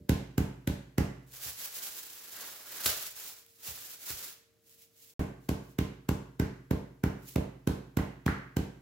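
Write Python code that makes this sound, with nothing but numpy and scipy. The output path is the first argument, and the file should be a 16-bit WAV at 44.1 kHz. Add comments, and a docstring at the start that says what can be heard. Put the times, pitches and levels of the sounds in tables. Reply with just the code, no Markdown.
"""At a kitchen table, close reverberation and a faint appliance hum around a board slightly to the right.
The room still booms as a metal mallet pounds a pork cutlet through thin plastic film: four blows, each a film
slap, a thud through meat and board and a boom of table and room. Gloved hands tug the film, lift the cutlet,
flop it over and pat it smooth; film crackles faintly. Twelve more blows come later, the first partly hidden
by a brief dropout, the last with board clacks. Noise and clicks make film and knocks; modes ring the boom."""
import sys
import numpy as np
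from scipy import signal
from scipy.fft import rfft, irfft, next_fast_len
from scipy.io import wavfile
from scipy.ndimage import uniform_filter1d

SR = 44100
rng = np.random.default_rng(int(sys.argv[2]) if len(sys.argv) > 2 else 0)


def pcm_store(signal):
    """Save signal as 16-bit PCM."""
    levels = np.round(np.clip(np.atleast_2d(signal), -1, 1) * 32767)
    wavfile.write(sys.argv[1], SR, levels.astype(np.int16).T)


N = 388521
TIME = np.arange(N) / SR


def from_db(db):
    """Decibels to amplitude gain."""
    return 10 ** (np.asarray(db) / 20)


def rms_one(x):
    """Scale to unit rms."""
    return x / np.sqrt(np.mean(x ** 2) + 1e-20)


def at_hz(points, hz, column=1):
    """Read one column of a table on a log-frequency axis."""
    table_rows = np.array(points)
    return np.interp(np.log(np.maximum(hz, 1)), np.log(table_rows[:, 0]), table_rows[:, column])


def colour(x, spectrum):
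    """Give a steady texture a spectrum, at rms 1 over both channels."""
    size = next_fast_len(N)
    hz = np.arange(size // 2 + 1) * SR / size
    shaped = irfft(rfft(x, size) * from_db(at_hz(spectrum, hz)), size)
    return rms_one(shaped[..., :N])


def drift(rate_hz):
    """Slow chance: straight lines between random knots with a spread of 1."""
    knots = rng.standard_normal(N // 10)
    return np.interp(TIME * rate_hz, np.arange(N // 10), knots)


def two_ports(draws, likeness):
    """Mix two unrelated textures into a left and right whose correlation is likeness."""
    c = np.clip(likeness, 0, 1)
    shared = np.sqrt(1 + c) * draws[0]
    opposed = np.sqrt(1 - c) * draws[1] * [[1], [-1]]
    return (shared + opposed) / np.sqrt(2)


def noise(likeness):
    """Hiss in two partly alike channels."""
    return two_ports(rng.standard_normal((2, N)), likeness)


def grains(per_s, spread_db):
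    """Two streams of tiny buckling clicks of uneven size; drifting odds make them come in clumps."""
    born = rng.random((2, N)) < per_s * from_db(4 * drift(90)) / SR
    size = from_db(spread_db * np.minimum(rng.exponential(1, (2, N)), 4))
    return rms_one(born * rng.choice([-1, 1], (2, N)) * size)


def burst(s, rise, fall, hold=0):
    """An envelope that swells to 1 at time s, holds and dies away; rise and fall are time constants [s]."""
    out = np.zeros(N)
    near = slice(max(int((s - .3) * SR), 0), int((s + hold + .3) * SR))
    t = TIME[near] - s
    out[near] = np.exp(np.minimum(t, 0) / rise - np.maximum(t - hold, 0) / fall)
    return out


def swells(rows, rise, fall):
    """Joint envelope of rustles (start [s], held length [s], level [dB]); their powers add."""
    return np.sqrt(sum((from_db(db) * burst(s, rise, fall, hold=length)) ** 2 for s, length, db in rows))


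def ring(x, hz, t60):
    """A resonator: a unit click sets a dying sine of starting height 1 ringing, 60 dB down after t60 [s]."""
    r = from_db(-60 / (t60 * SR))
    w = 2 * np.pi * hz / SR
    return signal.lfilter([0, np.sin(w)], [1, -2 * r * np.cos(w), r * r], x + 1e-18)


# spectrum of the still room air: (frequency [Hz], relative level [dB])
ROOM_AIR = [(40, -10), (100, -3.5), (400, -7.5), (620, -15.5), (900, -22), (1600, -18.5), (2600, -20.5),
            (15000, -23)]
# steady tones of the appliance: (frequency [Hz], rms level [dB])
APPLIANCE_HUM = [(102.3, -83), (457.8, -76.5), (612.5, -87.5)]


def background():
    """Still room air as coloured hiss, and the steady sines of an appliance."""
    air = from_db(-72.5) * colour(noise(likeness=0.44), ROOM_AIR)
    hum = sum(from_db(db) * rms_one(np.sin(2 * np.pi * hz * TIME)) for hz, db in APPLIANCE_HUM)
    return air + hum


# reverberation of the kitchen: (frequency [Hz], gain [dB], t60 [s])
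KITCHEN_TAIL = [(60, -19, 0.57), (149, -19.5, 0.67), (317, -7, 0.41), (533, 3, 0.47), (1590, 0.5, 0.63),
                (3720, 1, 0.51), (7500, 0, 0.45), (14900, 0, 0.28)]


def kitchen(x, first_wall_s=0.0043, alike_below_hz=500, fixed_below_hz=1300):
    """A diffuse tail dies band by band. Long waves repeat one echo pattern;
    short ones are scattered anew all the time as hands and film move."""
    t = TIME[:int(.8 * SR)]
    response, scattered = 0, 0
    edges = np.geomspace(45, 18000, 18)
    white = rng.standard_normal((2, 2, N))
    arriving = np.interp(TIME - first_wall_s, TIME, x[1])
    for k, (low, high) in enumerate(zip(edges, edges[1:])):
        hz = np.sqrt(low * high)
        sos = signal.butter(2, [low, high], "band", fs=SR, output="sos")
        gain, t60 = from_db(at_hz(KITCHEN_TAIL, hz)), at_hz(KITCHEN_TAIL, hz, column=2)
        # share of the power that repeats one echo pattern
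        repeated = 1 / (1 + (hz / fixed_below_hz) ** 2)
        decay = from_db(-60 * t / t60) * (1 - np.exp(-(t / first_wall_s) ** 2))
        likeness = 1 / (1 + (hz / alike_below_hz) ** 4)
        tail = two_ports(rng.standard_normal((2, len(t))), likeness) * decay
        band_level = np.sqrt(repeated * 2 * (high - low) / SR / len(t))
        response = response + gain * rms_one(signal.sosfilt(sos, tail)) * band_level
        if hz > 500:
            # the band's energy leaks away; fresh noise carries it
            keep = from_db(-120 / (t60 * SR))
            power = signal.sosfilt(sos, arriving + 1e-9 * white[0, 0]) ** 2
            energy = signal.lfilter([1 - keep], [1, -keep], power)
            carrier = rms_one(signal.sosfilt(sos, white[k % 2]))
            scattered = scattered + gain * np.sqrt((1 - repeated) * energy) * carrier
    echoing = signal.fftconvolve(x, response, axes=1)[:, :N]
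    return echoing + scattered * from_db([[-1.8], [-.5]])


# faint crackles of the film: (start [s], held length [s], level [dB])
FILM_CRACKLES = [(3.49, 0.11, -63), (4.70, 0.032, -55.5), (4.81, 0.027, -54), (4.99, 0.12, -56),
                 (5.44, 0.036, -67), (5.65, 0.077, -64.5), (7.285, 0.037, -48.5)]
# spectrum of buckling creases, also heard in the handling and pats: (frequency [Hz], relative level [dB])
CREASE_SPECTRUM = [(400, -12), (1200, -14.5), (2500, -4.5), (4500, -2), (7500, 0.5), (11000, 0),
                   (15500, 2.5)]


def film_crackles():
    """Thin crackle of tiny clicks: film settling after handling, or peeling back as the mallet lifts."""
    envelope = swells(FILM_CRACKLES, rise=0.037, fall=0.023)
    return envelope * colour(two_ports(grains(4000, spread_db=3.0), likeness=0.14), CREASE_SPECTRUM)


# the hands tug, drop or stroke the film: (start [s], held length [s], motion level [dB])
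HAND_STROKES = [(1.345, 0.028, -50.5), (1.435, 0.061, -42.5), (1.60, 0.06, -43), (1.75, 0.034, -43.5),
                (1.835, 0.037, -42), (1.945, 0.053, -46), (2.867, 0.027, -33), (2.97, 0.098, -43.5),
                (3.18, .12, -47), (3.37, 0.031, -59), (3.668, .025, -42), (3.75, 0.19, -49.5),
                (4.03, .03, -49), (4.09, 0.025, -41), (4.18, 0.1, -46)]
# the cutlet is dragged off the board and swung over in its film:
# (time [s], relative crinkle level [dB], relative rubbing level [dB])
CUTLET_LIFT = [(2.03, -50.5, -64), (2.252, -52, -63), (2.422, -45.5, -52.5), (2.636, -54, -64),
               (2.728, -46, -54), (2.846, -43.5, -51.5), (2.85, -39.5, -49)]
# single creases snapping over: (time [s], level [dB])
CREASE_SNAPS = [(1.337, -44), (3.032, -44), (3.464, -46.5)]
# spectrum of gloves rubbing on film, also part of the pats' puff: (frequency [Hz], relative level [dB])
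RUB_SPECTRUM = [(120, -11), (350, 2), (900, 0), (1600, 5.5), (2500, -2.5), (5000, -2), (12000, -36.5)]


def film_handling(crinkle_db=5.5, rub_db=-11.5, lift_crinkle_db=-0.5, lift_rub_db=2):
    """Creases buckle, faster when the film moves more; gloves and film rub; single folds snap."""
    s, *columns = np.transpose(CUTLET_LIFT)
    swing, drag = [from_db(np.interp(TIME, s, c, left=-120, right=-120)) for c in columns]
    strokes = swells(HAND_STROKES, rise=0.03, fall=.04)
    motion = np.hypot(strokes, from_db(lift_crinkle_db) * swing)
    friction = np.hypot(from_db(rub_db) * strokes, from_db(lift_rub_db) * drag)
    per_s = 8000 * np.sqrt(motion / from_db(-43.0))
    crinkle = colour(two_ports(grains(per_s, spread_db=2.5), likeness=0.1), CREASE_SPECTRUM)
    # even out the grain stream so that the hand's motion sets its loudness
    power = uniform_filter1d(np.mean(crinkle ** 2, axis=0), int(0.06 * SR)).clip(0)
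    crinkle = crinkle / np.sqrt(power + 1e-4)
    rub = colour(two_ports(grains(7000, spread_db=-4.0), likeness=0.86), RUB_SPECTRUM)
    snaps = sum(from_db(db) * burst(s, rise=0.00035, fall=0.0011) for s, db in CREASE_SNAPS)
    crack = colour(noise(likeness=0.63), CREASE_SPECTRUM)
    return from_db(crinkle_db) * motion * crinkle + friction * rub + snaps * crack


# modes of board, table and room: (frequency [Hz], relative level [dB], t60 [s])
TABLE_MODES = [(56.9, -32.5, 1), (71.6, -12.5, 0.18), (97, -17.5, 0.37), (126.4, -25.5, 1),
               (139.5, -20, 0.62), (168.1, -15, 0.29), (197.6, -18, 0.41), (249.2, -21, 0.333),
               (280, -20, 0.5), (322.7, -27.5, 0.27), (357.3, -20.5, 0.56), (405, -24, 0.37),
               (460.4, -25, 0.41), (590, -24.5, .45)]


def table(force):
    """The table and the room around it boom in their modes, alternating in sign."""
    modes = enumerate(TABLE_MODES)
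    return sum((-1) ** k * from_db(db) * ring(force, hz, t60) for k, (hz, db, t60) in modes)


# early echoes of the thud from walls and ceiling: (delay [s], level relative to the direct thud [dB])
WALL_ECHOES = [(.0075, -17), (0.021, -16.5), (0.023, -7), (.030, -28), (0.039, -14), (.060, -48.5)]


def thud(blows, radiate_hz=35, build_up_s=0.01112, port_lag_s=0.00014):
    """Meat cushions each blow (time [s], force [dB], push half-width [s]); board radiates, table rings."""
    force = sum(from_db(db) * np.maximum(1 - np.abs(TIME - s) / half_width, 0)
                for s, db, half_width in blows)
    # the board is too small to radiate the slow part of the push
    swing = force - .5 * uniform_filter1d(force, int(0.0053 * SR))
    direct = 1.76 * signal.sosfilt(signal.butter(1, radiate_hz, "high", fs=SR, output="sos"), swing)
    echoes = sum(from_db(db) * np.interp(TIME - delay, TIME, direct) for delay, db in WALL_ECHOES)
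    board = from_db(-39) * ring(force, 100, 0.043)
    boom = from_db(-35.5) * table(np.interp(TIME - build_up_s, TIME, force))
    sound = direct - board + echoes + boom
    # the right channel hears it slightly later
    return np.array([from_db(-1.2) * sound, from_db(-0.87) * np.interp(TIME - port_lag_s, TIME, sound)])


# cutlet and palms landing on the board: (time [s], thud force [dB], film slap level [dB])
PALM_PATS = [(1.46, -45, -44), (2.86, -37, -18.5), (3.686, -44.5, -39), (4.104, -42.5, -33)]


def pats():
    """The cutlet flops onto the board and soft palms press the film down, driving out a puff of air."""
    slap = sum(from_db(db) * burst(s, rise=0.0011, fall=0.0072) for s, _, db in PALM_PATS)
    hiss = noise(likeness=0.84)
    puff = colour(hiss, CREASE_SPECTRUM) + from_db(-12.5) * colour(hiss, RUB_SPECTRUM)
    soft_pushes = [(s, db, 0.0036) for s, db, _ in PALM_PATS]
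    return thud(soft_pushes) + slap * puff


# mallet blows: (time [s], strength [dB], air squeezed from under the film [dB])
MALLET_BLOWS = [(0.096, -12, -27), (0.382, -13.5, -30), (0.677, -17, -31), (0.984, -13, -30.5),
                (5.187, -16, -36), (5.4927, -16.5, -32.5), (5.7899, -15.5, -31.5), (6.0919, -15, -31),
                (6.4, -15, -34), (6.7122, -15.5, -35), (7.0397, -14.5, -35), (7.3615, -14.5, -34.5),
                (7.676, -15.5, -32), (7.9731, -14.5, -33.5), (8.265, -14.5, -33.5), (8.5699, -16, -33)]
# the thick cutlet cushions the first run more than the flattened one does the second:
# (time [s], push half-width [s])
MEAT_CUSHION = [(1.0, 0.0016), (5.2, .0014)]
# the board bounces back on the table after off-centre blows: (time [s], level [dB])
BOARD_CLACKS = [(7.694, -43), (7.989, -27), (8.280, -21.5)]
# spectra of film slap, squeezed air, mallet knock and board clack: (frequency [Hz], relative level [dB])
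SLAP_SPECTRUM = [(200, -9), (700, -1.5), (2000, 4.5), (4000, -2.5), (7500, 0), (10000, -4), (15500, -12)]
SIZZLE_SPECTRUM = [(4000, -2), (8000, -48), (10500, -1), (13000, 6.5), (15500, 0)]
KNOCK_SPECTRUM = [(250, 10), (500, 8.5), (750, 2.5), (1050, 1), (1300, -10.5), (1550, 7.5), (1800, -16),
                  (2100, -6.5), (2700, -10.5), (5000, -22), (12000, -33)]
CLACK_SPECTRUM = [(400, -4), (1550, -2.5), (2050, 1), (2600, -38), (12000, -32)]


def mallet(slap_db=0.42, sizzle_db=-1.2, knock_db=-12.8):
    """The face squeezes air out of the film in a swelling slap, then knocks home; harder is louder."""
    half_widths = np.transpose(MEAT_CUSHION)
    pushes = [(s, db, np.interp(s, *half_widths)) for s, db, _ in MALLET_BLOWS]
    squeeze = sum(from_db(air_db) * burst(s - .0015, rise=0.0014, fall=0.0017)
                  for s, _, air_db in MALLET_BLOWS)
    knock = sum(from_db(db) * burst(s - .0005, rise=0.0021, fall=0.0045) for s, db, _ in MALLET_BLOWS)
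    bounce = sum(from_db(db) * burst(s, rise=0.0002, fall=0.0014) for s, db in BOARD_CLACKS)
    slap_clicks = two_ports(grains(16000, spread_db=2.5), likeness=0.3)
    film = from_db(slap_db) * squeeze * colour(slap_clicks, SLAP_SPECTRUM)
    air = from_db(sizzle_db) * squeeze * colour(noise(likeness=0.42), SIZZLE_SPECTRUM)
    head = from_db(knock_db) * knock * colour(noise(likeness=0.32), KNOCK_SPECTRUM)
    clack = bounce * colour(noise(likeness=0.79), CLACK_SPECTRUM)
    # work is already under way at the start
    still_booming = from_db(-64.5) * table(burst(0, rise=.001, fall=0.00056))
    return thud(pushes) + film + air + head + clack + still_booming


def scene():
    """The board lies slightly to the right; the rustle sounds drier, with less room tail than the blows."""
    right = from_db([[-.8], [.7]])
    blows = right * (mallet() + pats())
    rustle = right * (film_handling() + film_crackles())
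    return blows + rustle + kitchen(blows + from_db(-6) * rustle) + background()


def record(dry, notch_hz=8800, notch_q=6.6, notch_depth=.62, low_cut_hz=43, cutoff_hz=15800):
    """The microphone loses the deepest bass and dips in the treble; the sound drops out briefly; top cut."""
    thin = signal.sosfilt(signal.butter(6, low_cut_hz, "high", fs=SR, output="sos"), dry)
    notched = signal.lfilter(*signal.iirnotch(notch_hz, notch_q, fs=SR), thin)
    dipped = thin + notch_depth * (notched - thin)
    dropout_start_s, dropout_end_s = 5.138, 5.194
    heard = dipped * ((TIME < dropout_start_s) | (TIME > dropout_end_s))
    return signal.sosfilt(signal.ellip(10, .3, 80, cutoff_hz, fs=SR, output="sos"), heard)


dry = scene()
out = record(dry)
pcm_store(out)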